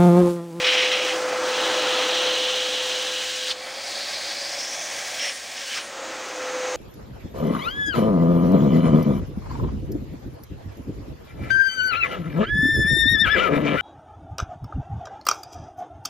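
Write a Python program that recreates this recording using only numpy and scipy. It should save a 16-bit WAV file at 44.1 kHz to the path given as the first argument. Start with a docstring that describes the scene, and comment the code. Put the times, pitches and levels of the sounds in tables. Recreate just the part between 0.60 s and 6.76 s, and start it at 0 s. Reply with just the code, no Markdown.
"""A vacuum cleaner's bare pipe roars over the motor's hum, with ragged spurts and hisses of air as its rim
is worked over the face of a small loudspeaker box. Turbulent flow excites the resonances of the pipe
and of the gaps between rim and box. Pressed flat, the pipe chokes: roar and hum sink, a slit whistles
and the unloaded motor speeds up, until the pipe is pulled away and the roar returns."""
import sys
import numpy as np
from scipy import signal
from scipy.fft import rfft, irfft, next_fast_len
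from scipy.io import wavfile
from scipy.ndimage import map_coordinates

SR = 44100
rng = np.random.default_rng(int(sys.argv[2]) if len(sys.argv) > 2 else 0)


def materialize(psi):
    """Save the field psi as 16-bit PCM at rate SR to the path in sys.argv[1].

    A 1-D psi becomes a single channel; in a 2-D psi each row is a channel.
    """
    bounded = np.clip(np.atleast_2d(psi).T, -1, 1)
    quanta = np.round(bounded * 32767).astype(np.int16)
    wavfile.write(sys.argv[1], SR, quanta)


N = 271656
TIME = np.arange(N) / SR
SEAL_S, RELEASE_S = 2.925, 5.17  # the box seals the pipe, then frees it

# Air drawn freely into the pipe: t/s, relative level/dB
FLOW = [(0, -41.5), (.35, -43.5), (1.12, -38.5), (1.52, -40.5), (1.95, -46), (2.4, -49), (2.7, -54.5),
        (4.65, -56), (4.8, -63), (5.1, -59), (5.38, -48), (6.16, -43)]


def amp(db):
    """Amplitude ratio: a factor of ten for every 20 dB."""
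    return 10 ** (np.asarray(db) / 20)


def unit(x):
    """Normalisation to an rms of 1."""
    return x / np.sqrt(np.mean(x ** 2) + 1e-20)


def curve(rows, column=1):
    """Linear interpolation of one column over time."""
    rows = np.asarray(rows)
    return np.interp(TIME, rows[:, 0], rows[:, column])


def passage(rows, fade_s=0.025):
    """Envelope from rows of t/s, f/Hz, level/dB, with exponential decay outside their span."""
    outside_s = np.maximum(np.maximum(rows[0][0] - TIME, TIME - rows[-1][0]), 0)
    return amp(curve(rows, column=2)) * np.exp(-outside_s / fade_s)


def held(start, end, attack_s, release_s):
    """Envelope with a linear rise, a hold and an exponential decay."""
    return np.clip((TIME - start) / attack_s, 0, 1) * np.exp(-np.maximum(TIME - end, 0) / release_s)


def power_sum(gains):
    """Incoherent sources add in power."""
    return np.sqrt(sum(gain ** 2 for gain in gains))


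def wobble(rate_hz):
    """Slow noise: a spline through random values drawn at the given rate."""
    knots = rng.standard_normal(int(N * rate_hz / SR) + 4)
    return map_coordinates(knots, [TIME * rate_hz])


def eddies(depth_db, rate_hz):
    """Amplitude modulation: the random gain of a fluttering jet."""
    return amp(depth_db * wobble(rate_hz))


def filtered(x, response):
    """Linear filtering: the spectrum is multiplied by a frequency response."""
    size = next_fast_len(N + SR // 2)
    return irfft(rfft(x, size) * response(np.fft.rfftfreq(size, 1 / SR)), size)[:N]


def resonance(hz, centre, width):
    """Lorentzian curve: 1 at the centre, with the given full width at half height."""
    return 1 / (1 + (2 * (hz - centre) / width) ** 2)


def turbulence(spectrum, modes=()):
    """Source and filter: noise of rms 1 with a broad spectrum and narrow peaks and dips."""
    def response(hz):
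        knot_hz, knot_db = np.transpose(spectrum)
        broad_db = np.interp(np.log(hz + 1), np.log(knot_hz + 1), knot_db)
        ripple_db = sum(db * resonance(hz, centre, width) for centre, width, db in modes)
        return amp(broad_db + ripple_db)
    return unit(filtered(rng.standard_normal(N), response))


def whistle(centre_hz, width_hz, low_cut_hz=150, high_cut_hz=10500):
    """Noise-driven resonance of rms 1 whose centre may glide."""
    hz, frame_s, noise = signal.stft(rng.standard_normal(N), SR, nperseg=512)
    hz = hz[:, None]
    centre_hz = np.interp(frame_s, TIME, np.broadcast_to(centre_hz, N))
    skirts = hz / (hz + low_cut_hz) / (1 + (hz / high_cut_hz) ** 10)
    response = resonance(hz, centre_hz, width_hz) ** 0.8 * skirts
    return unit(signal.istft(noise * response, SR, nperseg=512)[1][:N])


def scattering(x, echo_db=-10, t60_s=0.13, corner_hz=900):
    """Scattering: small objects nearby return short waves as brief echoes; long waves pass them by."""
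    t = np.arange(SR // 8) / SR
    tail = rng.standard_normal(len(t)) * amp(-60 * t / t60_s) * (t > 0.002)
    short_waves = filtered(x, lambda hz: hz ** 2 / (hz ** 2 + corner_hz ** 2))
    return x + amp(echo_db) * signal.fftconvolve(short_waves, tail / np.linalg.norm(tail))[:N]


def shaft_hz(free_hz=505.8, rise_hz_per_db=0.2, sealed_rise_hz=57.9, spin_up_s=0.42, spin_down_s=0.2):
    """Load and inertia: a fan moving less air turns faster, and follows seal and release gradually."""
    t = TIME - 0.0603  # the motor answers late
    spun_up = 1 - np.exp(-(np.clip(t, SEAL_S, RELEASE_S) - SEAL_S) / spin_up_s)
    unloaded = spun_up * np.exp(-np.maximum(t - RELEASE_S, 0) / spin_down_s)
    flow_db = curve(FLOW)
    return free_hz + rise_hz_per_db * (flow_db.max() - flow_db) + sealed_rise_hz * unloaded


def motor(blade_count=12, blade_db=-22, hum_ceiling_db=-28.5, muffled_db=-8.5, exhaust_db=-41):
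    """Rotor noise: a hum at the shaft rate, a faint blade-passing tone and exhaust through the housing."""
    # Exhaust spectrum: f/Hz, relative level/dB
    exhaust_spectrum = [(25, -42), (55, -47), (80, -0.5), (170, -15.5), (240, -2), (430, -5), (600, 0.5),
                        (1000, 1), (2000, 3), (3300, 3.5), (6000, 0.5), (8500, -6.5), (11000, -29),
                        (15000, -17)]
    # Housing peaks and dips: f/Hz, width/Hz, gain/dB
    housing_modes = [(74.6, 14, 4), (232, 30, 6.5), (325, 28, -5), (538, 65, 12.5), (626, 7.3, 7),
                     (730, 23, 6), (975, 53, -5), (1110, 64, 8.5), (1410, 160, -10), (1680, 120, -2),
                     (1860, 72, 10), (2780, 210, 1)]
    phase = 2 * np.pi * np.cumsum(shaft_hz()) / SR
    blades = amp(blade_db) * np.sin(blade_count * phase + wobble(150))
    open_db = np.minimum(curve(FLOW) + 14, hum_ceiling_db)  # the hum grows with the flow
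    shut_in = held(3.01, 5.73, attack_s=0.05, release_s=0.083)  # until the mouth is back in the open
    hum = unit(np.sin(phase) + blades) * amp(open_db + muffled_db * shut_in)
    flutter = eddies(depth_db=0.65, rate_hz=18)
    return hum * flutter + amp(exhaust_db) * turbulence(exhaust_spectrum, housing_modes)


def box_leak(attack_s=0.12, release_s=0.09):
    """Cavity resonance: with the pipe blocked, suction draws air through the hollows of the box."""
    # Spells of leakage: start t/s, end t/s, level/dB
    leaks = [(2.93, 4.668, -38), (4.1, 4.62, -42), (4.772, 4.996, -41)]
    # Leak spectrum: f/Hz, relative level/dB
    spectrum = [(60, -22), (150, -13), (430, -14), (560, 2.5), (830, 3), (950, -10.5), (1450, -19),
                (1600, -1.5), (2300, 0), (2850, -3), (3400, 0), (4500, -25), (8000, -14), (9300, -14.5),
                (11000, -25)]
    # Box peaks and dips: f/Hz, width/Hz, gain/dB
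    box_modes = [(557, 55, 5.5), (728, 25, 4), (975, 70, 2), (1080, 70, 6), (1390, 120, -8),
                 (1510, 130, 4.5), (2280, 220, 6), (2850, 200, -11), (3400, 300, 3), (3780, 200, -8),
                 (6600, 300, 12), (9500, 850, 5)]
    strength = power_sum(amp(db) * held(start, end, attack_s, release_s) for start, end, db in leaks)
    return strength * turbulence(spectrum, box_modes) * eddies(depth_db=0.95, rate_hz=25)


def mouth_whistle():
    """Flow-excited resonance: air sings over the lip of the freed pipe as the flow picks up."""
    # Resonance at the mouth: t/s, f/Hz, level/dB
    glide = [(5.24, 6800, -53), (5.45, 6800, -46), (5.6, 6245, -45.5), (5.85, 6300, -43.5),
             (6.16, 6360, -38.5)]
    return passage(glide) * whistle(curve(glide), width_hz=1100)


def gap_puffs():
    """Transient excitation: as the rim grips or lets go, each passing gap sounds its own resonance."""
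    # Gaussian puffs: peak t/s, 1/e half-length/s, f/Hz, width/Hz, level/dB
    puffs = [(2.901, 0.0094, 1400, 900, -36), (2.911, 0.0099, 3400, 1200, -25),
             (2.901, 0.026, 4440, 1600, -28), (4.647, 0.06, 5520, 550, -30), (4.654, 0.058, 1970, 350, -34),
             (4.717, 0.097, 9200, 2200, -44.5), (5, 0.053, 5400, 1100, -39),
             (5.112, 0.036, 2950, 200, -37.5), (5.168, 0.027, 5500, 1800, -34),
             (5.179, 0.023, 1310, 400, -37), (5.183, .016, 2300, 1410, -32), (5.24, 0.056, 9300, 2200, -48)]
    return sum(amp(db) * np.exp(-((TIME - peak) / half_length) ** 2) * whistle(hz, width)
               for peak, half_length, hz, width, db in puffs)


def slit_whistle(gain_db=-2):
    """Slit resonance: a breathy whistle climbs as the gap under the pressed rim closes."""
    # Resonance of the slit: t/s, f/Hz, relative level/dB
    glide = [(2.96, 4490, -43), (3.28, 4740, -34.5), (3.364, 4350, -32.5), (3.744, 4520, -32),
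             (4.086, 5650, -31.5), (4.26, 6100, -36.5), (4.56, 5650, -42)]
    strength = amp(gain_db) * passage(glide, fade_s=0.015)
    return strength * whistle(curve(glide), width_hz=1250) * eddies(depth_db=1.0, rate_hz=31)


def cone_pocket(arrival_s=0.8, centred_s=1.63, centred_db=-24.5, fall_db_per_s=6.5, low_cut_hz=100):
    """Cavity resonance: the draught excites the pocket between pipe and speaker cone until it seals."""
    # Pocket resonances: f/Hz, width/Hz, relative level/dB
    pocket_modes = [(3093, 830, 2.5), (4010, 360, -3), (5900, 740, -12)]

    def response(hz):
        peaks = sum(amp(db) * resonance(hz, centre, width) ** 0.87 for centre, width, db in pocket_modes)
        return peaks * hz / (hz + low_cut_hz)
    rush = unit(filtered(rng.standard_normal(N), response))
    aim_db = centred_db - fall_db_per_s * np.abs(TIME - centred_s)  # the pipe slides across the cone
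    strength = amp(aim_db) * held(arrival_s, SEAL_S, attack_s=0.14, release_s=0.0046)
    return strength * rush * eddies(depth_db=0.37, rate_hz=74)


def edge_spurts(gain_db=-1, attack_s=0.012, release_s=0.023):
    """Vortex shedding: a ragged jet breaks into eddies at the edge of the box."""
    # Spurts of air: start t/s, end t/s, relative level/dB
    spurts = [(-.02, 0.516, -25), (0.035, 0.152, -20), (0.165, 0.252, -21.5), (.308, 0.335, -21.5),
              (4.581, 4.697, -31.5), (4.96, 5.03, -37.5), (5.1, 5.2, -33)]
    # Jet spectrum: f/Hz, relative level/dB
    spectrum = [(700, -40), (1400, -17), (2000, -5), (2500, -2.5), (3200, -0.5), (3600, -9), (4000, -6.5),
                (4500, -17), (5700, -14), (6800, -32), (12000, -52)]
    strength = power_sum(amp(db) * held(start, end, attack_s, release_s) for start, end, db in spurts)
    return amp(gain_db) * strength * turbulence(spectrum) * eddies(depth_db=1.46, rate_hz=150)


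def rim_hiss(gain_db=6):
    """Turbulence at a constriction: the rim hisses with the flow, and more when close to the box."""
    # The rim nears or presses on the box: start t/s, end t/s, attack/s, release/s, relative level/dB
    presses = [(-.02, 2.915, .02, .01, -45.5), (-.02, 0.57, .02, .05, -44), (.79, 2.915, 0.074, .01, -43),
               (1.95, 2.915, 0.35, .01, -44), (3.08, 5.19, .2, .06, -45), (3.15, 4.7, .12, .08, -48.5),
               (4.24, 4.7, .08, .05, -43.5), (4.95, 5.16, 0.13, .03, -41)]
    # Rim hiss spectrum, with a narrow silent band near 11.8 kHz that the rim does not cause:
    # f/Hz, relative level/dB
    notched_spectrum = [(900, -44), (1600, 3.5), (2300, -1), (3000, -2.5), (5000, 1.5), (6500, -0.5),
                        (7600, -4.5), (8500, -8), (10000, -13), (11000, -17), (11800, -82), (13200, -17.5),
                        (15500, -17.5)]
    pressed = [amp(db) * held(start, end, attack, release) for start, end, attack, release, db in presses]
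    free_flow, seepage = amp(curve(FLOW) - 6), amp(-54)
    strength = power_sum(pressed + [free_flow, seepage])
    return amp(gain_db) * strength * turbulence(notched_spectrum) * eddies(depth_db=1.0, rate_hz=100)


def pipe_roar(over_flow_db=12, echo_db=-13, echo_corner_hz=3000, sound_m_per_s=343):
    """Duct resonance and interference: flow excites pipe and hose; the box's echo sweeps a comb filter."""
    # Roar spectrum: f/Hz, relative level/dB
    spectrum = [(30, -52), (55, -42), (100, -21), (135, -16.5), (190, -17), (250, -7.5), (320, -3.5),
                (430, -2), (520, 3), (680, 0.5), (1000, 1), (1500, -1), (2800, -6.5), (5000, -20),
                (7500, -28.5), (10500, -68), (15000, -63)]
    # Peaks and dips of pipe and hose: f/Hz, width/Hz, gain/dB
    duct_modes = [(324.7, 15.6, 9.5), (630, 27, 3.5), (667, 60, -1), (774, 38, 3), (958, 24, -7),
                  (1120, 40, -5), (1291, 45, 4), (1395, 50, 0.5), (2100, 40, -1), (2480, 49, -1),
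                  (2780, 50, -7), (3530, 290, -1.5), (6140, 90, 4), (6660, 380, -19)]
    # Reflection off the moving box: t/s, extra path/m
    echo_path = [(0, 0.043), (.55, 0.093), (.72, 0.13), (1, 0.032), (2.9, 0.034), (5.2, 0.038), (5.3, 0.2),
                 (5.7, 0.19), (6.16, 0.16)]
    roar = turbulence(spectrum, duct_modes)
    treble = filtered(roar, lambda hz: hz ** 2 / (hz ** 2 + echo_corner_hz ** 2))
    lag_samples = curve(echo_path) / sound_m_per_s * SR
    echo = map_coordinates(treble, [np.arange(N) - lag_samples], mode="nearest")
    strength = amp(curve(FLOW) + over_flow_db)
    return strength * (roar + amp(echo_db) * echo) * eddies(depth_db=0.88, rate_hz=25)


def scene():
    """Superposition: the motor and the scattered air sounds add at one point, alike in both channels."""
    background = motor()
    airflow = pipe_roar() + rim_hiss() + edge_spurts() + cone_pocket()
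    airflow += slit_whistle() + box_leak() + mouth_whistle() + gap_puffs()
    mono = background + scattering(airflow)
    return np.array([mono, mono])


def record(dry, top_hz=15800):
    """Band limiting: an ideal low-pass filter removes the highest treble."""
    return np.array([filtered(channel, lambda hz: hz < top_hz) for channel in dry])


dry = scene()
out = record(dry)
materialize(out)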